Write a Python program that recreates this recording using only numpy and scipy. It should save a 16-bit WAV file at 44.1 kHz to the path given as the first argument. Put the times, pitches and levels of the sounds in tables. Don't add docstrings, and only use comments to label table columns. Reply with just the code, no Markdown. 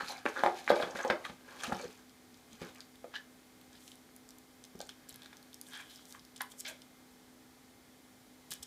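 import sys
import numpy as np
from scipy import signal
from scipy.fft import rfft, irfft
from scipy.io import wavfile
from scipy.ndimage import uniform_filter1d

SR = 44100
rng = np.random.default_rng(int(sys.argv[2]) if len(sys.argv) > 2 else 0)


def how_loud(loudness_db):
    steps = np.asarray(loudness_db, float) / 20
    return 10 ** steps


def materialize(psi):
    bounded = np.clip(np.atleast_2d(psi).T, -1, 1)
    quanta = np.round(bounded * 32767).astype(np.int16)
    wavfile.write(sys.argv[1], SR, quanta)


N = 381906
T = np.arange(N) / SR


def unit(x):
    return x / np.sqrt(np.mean(x ** 2) + 1e-30)


def band(x, lo_hz, hi_hz, order=2):
    edges = [lo_hz, min(hi_hz, .45 * SR)]
    return signal.sosfilt(signal.butter(order, edges, "band", fs=SR, output="sos"), x)


def ring(x, hz, width_hz):
    return signal.lfilter(*signal.iirpeak(hz, hz / width_hz, fs=SR), x)


def walk(rate_hz):
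    hold = int(SR / rate_hz)
    steps = np.repeat(rng.standard_normal(N // hold + 1), hold)[:N]
    return unit(uniform_filter1d(steps, hold))


def add(out, s, x, db):
    i = int(s * SR)
    x = x[:N - i]
    out[i:i + len(x)] += x * how_loud(db) / np.max(np.abs(x))


# [f/Hz, level/dB per Hz]
AIR_COLOUR = [(15, -50), (25, -12), (195, -9.5), (249, -6.5), (373, -11), (439, -14), (489, -12.5),
              (796, -15.5), (1040, -17), (1840, -18), (2050, -19.5), (2610, -20), (3820, -21),
              (14000, -27.5), (16000, -32)]


def air(level_db=-64):
    hz, db = np.transpose(AIR_COLOUR)
    f = np.maximum(np.fft.rfftfreq(N, 1 / SR), 1)
    colour = how_loud(np.interp(np.log(f), np.log(hz), db))
    hiss = irfft(rfft(rng.standard_normal(N)) * colour, N)
    return hiss * how_loud(level_db + 0.039 * walk(2.1)) / np.std(band(hiss, 680, 22000))


# [f/Hz, level/dB rms]
FAN_TONES = [(253.0, -64.5), (317.6, -76.5), (430.7, -75), (753.7, -80.5), (807.5, -79.5), (2105, -79)]


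def fan():
    out = np.zeros(N)
    for hz, db in FAN_TONES:
        pitch = hz * (1 + 0.00394 * walk(7.2))
        out += how_loud(db + walk(11)) * np.sin(2 * np.pi * np.cumsum(pitch) / SR)
    return np.sqrt(2) * out


def room(x, t60_s=0.24):
    t = T[:SR // 2]
    fall = np.exp(-np.log(1000) * t / t60_s)
    low = band(rng.standard_normal(len(t)), 77.2, 2500, order=1) * fall
    high = band(rng.standard_normal(len(t)), 3200, 12000, order=1) * fall
    tail = (unit(low) + 0.84 * unit(high)) * np.minimum(t / 0.0017, 1)
    return signal.fftconvolve(x, tail / np.sqrt(np.sum(tail ** 2)))[:N]


# [t/s, peak level/dB, f/Hz]
RUG_THUDS = [(0.03, -49, 188), (0.438, -41, 190), (0.832, -41, 184), (0.948, -43, 203), (1.099, -34.5, 211),
             (1.297, -43.5, 192), (1.678, -39.5, 225), (1.723, -31.5, 197), (1.852, -46, 187),
             (2.527, -51, 230), (2.615, -39.5, 175), (4.751, -44.5, 192), (5.117, -56, 135),
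             (8.506, -53, 179), (8.599, -56, 80.7)]


def thuds(t60_s=0.076):
    out, t = np.zeros(N), T[:4000]
    for s, db, hz in RUG_THUDS:
        add(out, s, np.sin(2 * np.pi * hz * t) * np.exp(-np.log(1000) * t / t60_s), db)
    return out


def slipping(slips, scatter_db):
    sizes = how_loud(scatter_db * np.minimum(rng.exponential(size=N), 3))
    return unit((rng.random(N) < slips / SR) * rng.standard_normal(N) * sizes)


def stroke(t, part, off_db, s, rise, fall, db, bright):
    away = np.maximum((s - t) / max(rise, 1e-3), (t - s) / max(fall, 1e-3))
    return how_loud(db - off_db * (part - bright) ** 2 - 22 * np.minimum(away, 8))


def rub(strokes, off_db, body, edges_hz, slips, scatter_db, patchy_db, fur):
    whole = slipping(slips, scatter_db) + fur * rng.standard_normal(N)
    sound = np.zeros(N)
    for hz, width_hz, db in body:
        fold = whole + 1.4 * slipping(slips / 2, scatter_db)
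        sound += how_loud(db) * unit(ring(ring(fold, hz, 1.07 * width_hz), hz, 5 * width_hz))
    out, t = np.zeros(N), T[::32]
    for part, (lo, hi) in enumerate(zip(edges_hz, edges_hz[1:])):
        gain = np.interp(T, t, sum(stroke(t, part, off_db, *row) for row in strokes))
        patches = how_loud(patchy_db * walk(60))
        out += uniform_filter1d(gain, size=100) * patches * unit(band(sound, lo, hi, order=3))
    return out


def snaps(rows, spread, wide_db, top_hz, ms, settle_db, low_hz):
    out, size = np.zeros(N), 2500
    for s, db, hz in rows:
        chance = rng.standard_normal(size)
        span = T[:size] / (ms * 0.0013) * (hz / 4000) ** 0.49
        crack = band(chance * span * np.exp(-2 * span), low_hz, top_hz, order=4)
        add(out, s, ring(ring(crack, hz, hz * spread), hz, hz * spread) + how_loud(wide_db) * crack, db)
        settle = ring(chance[::-1] ** 3 * np.exp(-T[:size] / 0.011), 3370, 1400)
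        add(out, s + .002, settle, db + settle_db * (hz / 4000) ** .5)
    return out


def push(chance, ms):
    t = T[:len(chance)]
    return chance * np.exp(-t / (max(ms, .1) * 0.0014)) * np.minimum(t / 0.00085, 1)


# [f/Hz, level/dB, t60/s]
BOX_MODES = [(351, 7, 0.25), (435, 5, 0.097), (500, 3, 0.069), (557, 1, 0.06), (616, 2, 0.05),
             (696, -12, 0.138), (735, 0, 0.24), (820, -3, 0.31), (826, -17, 0.13), (871, -22, 0.25),
             (1030, -18, 0.13), (1204, 8.5, 0.078)]


def knocks(rows, rap_hz, spread=0.41, modes_db=-6, rap_spread=0.74, strike=1.24):
    out, size = np.zeros(N), 6000
    t = T[:size]
    for s, db, hz, rap_db, ms in rows:
        firm = strike * np.exp(-((t - .0012) / 0.000099) ** 2)
        blow = push(rng.standard_normal(size), ms) + firm
        thump = ring(ring(ring(blow, hz, hz * spread * 2), hz, hz * spread * 2), hz, hz * spread * 3)
        modes = np.zeros(size)
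        for f, mode_db, t60 in BOX_MODES:
            near = how_loud(mode_db) / (1 + (np.log2(f / hz) / 1.7) ** 2)
            modes += near * unit(ring(blow, f, 2.8 / t60))
        add(out, s, unit(thump) + how_loud(modes_db) * unit(modes), db)
        rap = band(blow * np.exp(-t / 0.03), 910, 2780)
        add(out, s, ring(rap, rap_hz, rap_hz * rap_spread), db + rap_db)
    return out


# [t/s, peak level/dB, centre f/Hz]
FAINT_TICKS = [(.051, -47, 3900), (.1705, -44, 6400), (.286, -44, 6300), (.545, -46, 5000),
               (.642, -47, 4200), (.775, -42, 3700), (4.65, -47, 3400), (4.6505, -45, 6300),
               (4.755, -49, 5500), (4.852, -52, 9000), (4.853, -51, 6900), (4.866, -46, 6300),
               (5.088, -42, 6000), (5.107, -42, 4000), (5.126, -45, 6800), (5.1424, -42, 11000),
               (5.232, -43, 3900), (5.233, -53, 9000), (5.667, -43, 3800), (5.67, -46, 8000),
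               (5.686, -44, 8500), (5.698, -51, 5500), (5.7335, -40, 3200), (5.753, -46, 7800),
               (5.774, -42, 8500), (5.897, -46, 3200), (5.963, -50, 4300), (5.975, -49, 5470),
               (6.523, -46, 7000), (6.59, -45, 7500), (6.601, -37, 7600), (6.686, -38, 7000),
               (8.53, -35, 6800), (8.513, -40, 8200), (8.521, -37, 4000), (8.636, -40, 6500),
               (8.553, -44, 6000), (6.663, -39, 5500), (1.603, -41, 5000), (1.641, -33, 3600),
               (1.678, -42, 5800), (1.728, -41, 6000), (1.746, -40, 5200), (1.767, -40, 6500),
               (1.797, -47, 5500), (1.822, -41, 4700), (1.843, -43, 6300), (1.88, -46, 5000),
               (1.928, -47, 6200), (1.975, -49, 6500), (2.531, -43.5, 6300), (2.648, -45, 5000),
               (2.76, -46, 6200), (2.783, -48, 6500), (2.956, -48, 3200), (.99, -41, 4000),
               (1.048, -41, 3300), (.098, -41, 4000), (.118, -41, 3100)]


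def ticks():
    return snaps(FAINT_TICKS, spread=0.52, wide_db=-12, top_hz=15100, ms=1.04, settle_db=-16, low_hz=2900)


# [loudest t/s, rise/s, fall/s, level/dB, fold f/Hz]
FOLD_GRAZES = [(0.0021, 0.014, 0.056, -43.5, 1485), (.008, .02, .04, -48, 4200),
               (0.12, 0.047, 0.087, -46, 755), (0.11, .05, .07, -47.5, 4080),
               (0.114, 0.027, .04, -53, 6100), (0.168, .05, 0.034, -53, 2250),
               (0.373, .025, .09, -41, 1550), (0.388, 0.046, .03, -49, 3630), (.478, .03, 0.12, -34, 790),
               (0.467, 0.063, 0.099, -38.5, 380), (0.572, .04, 0.013, -45, 770),
               (.693, 0.018, 0.06, -33, 1530), (.697, 0.016, 0.018, -45, 4000),
               (.795, 0.034, 0.034, -32, 610), (0.8, .06, .04, -47, 2340), (.835, 0.025, 0.038, -44, 1660),
               (.828, 0.017, 0.049, -48, 2530), (0.74, 0.037, 0.027, -57, 5200),
               (1.03, .015, .015, -51.5, 6400), (1.108, 0.013, 0.028, -35, 1620),
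               (1.1, 0.023, .05, -43, 960), (1.258, .02, 0.027, -45, 1180), (3.16, 0.03, 0.06, -45, 1700),
               (3.155, 0.018, 0.023, -48, 4100), (3.162, 0.027, 0.022, -43, 3030),
               (4.809, 0.006, 0.015, -52, 1550), (4.829, 0.05, 0.0088, -51, 776),
               (4.91, .02, .06, -62, 3300), (5.803, .012, 0.04, -61, 950), (5.81, .08, .06, -59, 2400),
               (5.74, .03, 0.2, -54, 3250), (5.75, .03, .13, -54, 1650), (6.652, 0.004, .08, -49, 2230),
               (6.69, 0.034, 0.022, -47, 2570), (6.73, .03, 0.048, -59, 2200),
               (6.68, .04, 0.032, -52, 4100), (6.73, 0.023, .03, -56, 530),
               (6.425, .01, 0.055, -49.5, 1020), (2.638, 0.025, 0.05, -58, 1500),
               (1.724, 0.015, 0.038, -42, 1290),
               (1.648, .008, .04, -42, 2740), (1.64, .012, .05, -45, 1300), (1.604, .006, .03, -52, 3300),
              (1.727, 0.018, 0.023, -46, 690), (1.82, .04, 0.046, -54, 4400), (1.798, .005, .05, -56, 2300),
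              (1.848, 0.044, 0.013, -44, 470), (2.53, .04, .04, -63, 3300), (1.249, .015, .015, -45, 2000),
              (2.69, .03, .025, -63, 1520), (0.267, .015, 0.043, -54, 200), (.72, .015, .08, -43.5, 198),
              (1.062, .02, .03, -39, 750), (1.12, .015, .015, -37, 510), (4.892, .003, .02, -47.5, 3300),
              (6.69, .04, .07, -53, 620), (1.152, 0.024, 0.038, -42, 620), (1.155, .025, .04, -46, 1100),
              (1.075, .02, .015, -40, 920), (.97, .015, 0.035, -47, 1900), (.433, .02, .004, -40, 760),
              (1.1, .03, 0.028, -41, 680), (1.105, .006, 0.027, -38, 2100)]


def grazes(spread=.08, slips=1200, fur=.6):
    out, size = np.zeros(N), 16000
    drag = slipping(slips, 2.4) + fur * rng.standard_normal(N)
    for k, (s, rise, fall, db, hz) in enumerate(FOLD_GRAZES):
        at = slice(max(int(s * SR) - size // 3, 0), int(s * SR) + size * 2 // 3)
        piece = np.roll(drag, 9001 * k)[at]
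        fold = ring(ring(piece, hz, hz * spread), hz, 3 * hz * spread)
        out[at] += unit(fold) * stroke(T[at], 0, 0, s, rise, fall, db, 0)
    return out


# [t/s, peak level/dB, struck panel f/Hz, edge rap level/dB, push length/ms]
TOY_TAPS = [(2.756, -44, 2270, -21, 3), (2.772, -47, 2380, -19, 2.7), (3.042, -33.5, 566, -31, 6),
            (3.139, -40, 1100, 5, 2.6), (3.155, -51, 1030, 9, 3), (4.089, -61, 568, 9, 3),
            (4.751, -42.5, 410, -20, 3), (4.803, -33.5, 610, -26, 1.5), (4.891, -50, 880, 8, 2.7),
            (5.259, -59, 310, 15, 3.2), (5.328, -47.5, 870, 6.5, 3), (5.734, -48, 1060, 8, 6),
            (5.992, -62, 360, 12, 8), (6.148, -44.5, 1160, 0, 4), (6.407, -38, 1090, 13, 4),
            (6.422, -45, 950, -11, 4), (6.537, -52, 556, 0, 3), (6.72, -47.5, 527, -1, 2.8),
            (8.519, -54, 428, 16.5, 4)]


def toy_taps():
    return knocks(TOY_TAPS, rap_hz=1470, spread=0.29, modes_db=-6.5, rap_spread=0.53, strike=2.5)


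# [loudest t/s, rise/s, fall/s, level/dB, brightness 0 body - 1 rasp - 2 hiss]
FILM_STROKES = [(3.14, 0.0033, 0.052, -47.5, 0.2), (3.161, 0.029, 0.041, -52.5, 0.57),
                (3.75, .04, 0.06, -60, 0.45), (3.875, 0.24, .15, -61.5, 1.64), (5.2, 0.4, 0.4, -63.5, .2),
                (5.68, 0.046, 0.34, -61, 1.8), (5.74, 0.08, 0.16, -54, 0.65),
                (5.81, 0.14, 0.066, -54, 0.074), (5.91, .03, 0.16, -55, 1.2),
                (6.12, 0.097, 0.064, -59, 1.65), (6.15, 0.018, 0.031, -53.5, .1),
                (6.408, 0.0045, 0.018, -35, 0.22), (6.521, .025, 0.012, -52, 1.6),
                (6.605, 0.028, 0.008, -42.5, 2.1), (6.65, .003, 0.11, -48.5, 0.75),
                (6.672, 0.03, 0.05, -46, 0.41), (6.678, .003, 0.037, -44, 2.2),
                (8.515, .012, 0.064, -47, 0.83), (8.52, 0.016, 0.036, -47, 2.3),
                (8.629, .005, 0.016, -43, 1.5)]
# [f/Hz, width/Hz, level/dB]
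TOY_BODY = [(960, 890, -8), (1647, 230, -5.5), (2380, 810, -10), (3350, 760, -1), (4500, 4100, -2),
            (7640, 3300, -10), (10600, 3400, -19)]


def film_rustle():
    return rub(FILM_STROKES, 10, TOY_BODY, (700, 2700, 6000, 16000),
               slips=2600, scatter_db=1.6, patchy_db=2.2, fur=.7)


# [t/s, peak level/dB, centre f/Hz]
FILM_FOLDS = [(2.0946, -48, 3640), (2.3431, -49, 3950), (2.5292, -48, 4000), (2.6155, -46, 4450),
              (2.67, -46, 4470), (2.805, -35, 4500), (3.156, -44, 3050), (3.7296, -47, 5200),
              (3.7537, -47, 3800), (3.9554, -46, 9500), (3.878, -38.5, 3330), (3.917, -39.5, 3200),
              (4.6394, -37.5, 5600), (4.8036, -34, 4000), (4.8919, -34.5, 3250), (5.0988, -42, 3940),
              (5.1425, -43, 4080), (5.2195, -41.5, 3470), (5.2455, -44, 3900), (5.2588, -39.5, 3930),
              (5.3303, -45.5, 3230), (5.5298, -43.5, 3280), (6.194, -43.5, 4030), (6.3611, -38.5, 3400),
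              (6.378, -41.5, 4640), (6.4078, -32.5, 3330), (6.518, -44, 3590), (6.658, -50, 3520),
              (6.365, -37, 9000), (6.8185, -39, 3330)]
# [t/s, peak level/dB, centre f/Hz]
FILM_POPS = [(2.373, -48, 6310), (2.7482, -47, 8000), (3.6127, -46.5, 3320), (4.1633, -38, 10600),
             (4.2897, -40.5, 6890), (4.3061, -40, 5760), (4.3848, -40.5, 10000), (4.791, -43, 6100),
             (4.8137, -29, 5440), (4.8717, -46, 6480), (5.0925, -30.5, 9400), (5.1588, -35.5, 9710),
             (5.369, -42, 5800), (5.4274, -45.5, 4440), (5.5431, -36, 7250), (5.6133, -30, 10400),
             (5.9587, -39.5, 5390), (6.054, -41.5, 5990), (6.1078, -41, 6110), (6.1242, -35, 6300),
             (6.2502, -43.5, 4980), (6.4173, -23, 10000), (6.431, -43, 8000), (6.501, -46, 9500),
             (6.602, -38, 9500), (6.6068, -29, 6500), (8.507, -29, 8700), (8.5174, -27.5, 8260),
             (8.5365, -28, 9800), (8.6297, -32, 6200)]


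def film_snaps():
    pops = snaps(FILM_POPS, spread=0.78, wide_db=-4, top_hz=15400, ms=0.87, settle_db=-13.5, low_hz=2900)
    folds = snaps(FILM_FOLDS, spread=0.98, wide_db=-10.5, top_hz=11300, ms=0.94, settle_db=-10, low_hz=2930)
    return pops + folds


# [t/s, peak level/dB, struck panel f/Hz, edge rap level/dB, push length/ms]
BOX_ROCKS = [
    (1.481, -47, 514, -25, 2.4),
    (1.602, -50, 920, 5, 3),
    (1.634, -33, 744, 3, 10),
    (1.694, -35, 480, -15, 6),
    (1.721, -24, 810, -3.5, 3.7),
    (1.796, -39, 500, -1, 8),
    (1.849, -38.5, 413, -10, 3.7),
    (2.615, -38, 450, -7, 6),
    (2.629, -41.5, 370, 0.5, 2.5),
]


def box_rocks():
    return knocks(BOX_ROCKS, rap_hz=1120, strike=0.39)


# [loudest t/s, rise/s, fall/s, level/dB, brightness 0 body - 1 rasp - 2 hiss]
PAW_STROKES = [(0.01, 0.14, 0.038, -37.5, 1), (0.09, 0.066, 0.082, -47.5, 2.5),
               (0.13, 0.16, 0.14, -48, 1.2), (0.256, .004, 0.19, -51, 1.9), (0.365, 0.015, 0.13, -45, 0.8),
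               (0.405, 0.061, 0.07, -47.5, 0.96), (0.437, 0.0045, 0.097, -37, -0.36),
               (0.46, 0.075, 0.8, -52.5, 1.5), (0.679, 0.0032, 0.055, -51, 0.7),
               (0.697, 0.012, 0.026, -44, 0.56), (0.78, 0.13, 0.25, -41, -0.18),
               (0.82, 0.14, 0.093, -46, 1.8), (0.957, 0.013, 0.22, -43, 1.1),
               (1.102, 0.0037, 0.19, -39.5, -1), (1.252, 0.03, 0.067, -49, 2), (1.52, .15, 0.2, -57, 1.1),
               (1.638, 0.15, 0.2, -48, 1.6), (1.73, 0.19, 0.083, -47, -0.5),
               (1.83, 0.17, 0.19, -51.5, 1.53), (2.62, 0.03, 0.16, -55, 0.3), (2.63, .3, .3, -59, 1.8)]
# [f/Hz, width/Hz, level/dB]
BOX_BODY = [(342, 87, 0), (530, 280, 13), (760, 220, 4), (1240, 200, 3), (1585, 146, 8), (2100, 520, -7),
            (3500, 1560, -8.5), (4000, 350, -23.5), (6200, 1050, -11.5), (9400, 2600, -15)]


def paw_scrapes():
    return rub(PAW_STROKES, 7.5, BOX_BODY, (250, 1100, 2700, 15000),
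               slips=1100, scatter_db=2.2, patchy_db=3, fur=.45)


# [t/s, peak level/dB, centre f/Hz]
CLAW_SNAPS = [(0.0744, -40, 4300), (0.081, -33, 4270), (0.178, -42, 4480), (0.2537, -52, 3000),
              (0.3894, -39, 3800), (0.4604, -34, 3700), (0.4354, -33.5, 3500), (0.586, -45, 3860),
              (0.6943, -31, 4070), (0.7036, -29, 3500), (0.7565, -35, 4000), (0.811, -37, 3730),
              (0.823, -31, 3160), (0.9068, -43, 5850), (0.9682, -43, 4010), (1.029, -43, 6500),
              (1.077, -38, 5800), (1.1001, -27.5, 3860), (1.2489, -34.5, 3350), (1.2966, -46, 3260),
              (1.622, -40, 6200), (1.634, -32.5, 6550), (1.6384, -41, 6600), (1.675, -49, 3000),
              (1.7274, -41, 3520), (1.7502, -42, 3230), (1.8123, -43, 6600)]


def claw_snaps():
    return snaps(CLAW_SNAPS, spread=0.45, wide_db=-24, top_hz=11000, ms=3.14, settle_db=-5, low_hz=2610)


# [t/s, peak level/dB, struck panel f/Hz, edge rap level/dB, push length/ms]
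PAW_KNOCKS = [(0.096, -35, 740, -7, 6.7), (0.254, -23, 420, -3, 4.6), (0.261, -22.5, 610, 6, 1.8),
              (0.362, -37, 1070, 3, 3.3), (0.39, -36.5, 400, 3, 5.5), (0.435, -9.5, 718, -12, 2.1),
              (0.448, -30, 735, -22, 1.5), (0.461, -12, 780, -10, 1.4), (0.474, -28, 756, -22, 4),
              (0.514, -31, 755, -17, 4.6), (0.677, -26, 900, 9, 1.3), (0.689, -29, 870, 2, 7.6),
              (0.702, -8.5, 610, -14, 1.2), (0.716, -14, 640, -12, 1.6), (0.763, -22, 610, -12, 3.3),
              (0.799, -25, 616, -5.5, 3.3), (0.824, -28.5, 530, -1, 8.5), (0.957, -37.5, 570, 5, 3.4),
              (0.99, -29, 590, -4, 7), (1.048, -21.5, 540, -13, 7), (1.099, -20, 540, 2.5, 5.3),
              (1.107, -18.5, 504, 0, 2.3), (1.251, -32, 876, 2.5, 5), (1.296, -37.5, 610, -2, 5.8)]


def paw_knocks():
    return knocks(PAW_KNOCKS, rap_hz=1220)


def scene():
    still = air() + fan()
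    small = ticks() + grazes()
    taps = toy_taps()
    toy = film_rustle() + film_snaps()
    box = thuds() + box_rocks() + paw_scrapes() + claw_snaps() + paw_knocks()
    echoes = room(how_loud(-8.5) * box + how_loud(-11.5) * toy + how_loud(-11.5) * taps)
    return (still + small + how_loud(-13) * room(small) + taps + toy + box + echoes)[None]


def roll_off(x):
    return signal.sosfilt(signal.butter(12, 16470, fs=SR, output="sos"), x)


def record(dry):
    heard = band(dry - .5 * ring(dry, 2764, 300), 45, 19000, order=3)
    heard = signal.sosfilt(signal.ellip(8, .2, 60, 15400, fs=SR, output="sos"), heard)
    return roll_off(heard)


dry = scene()
out = record(dry)
materialize(out)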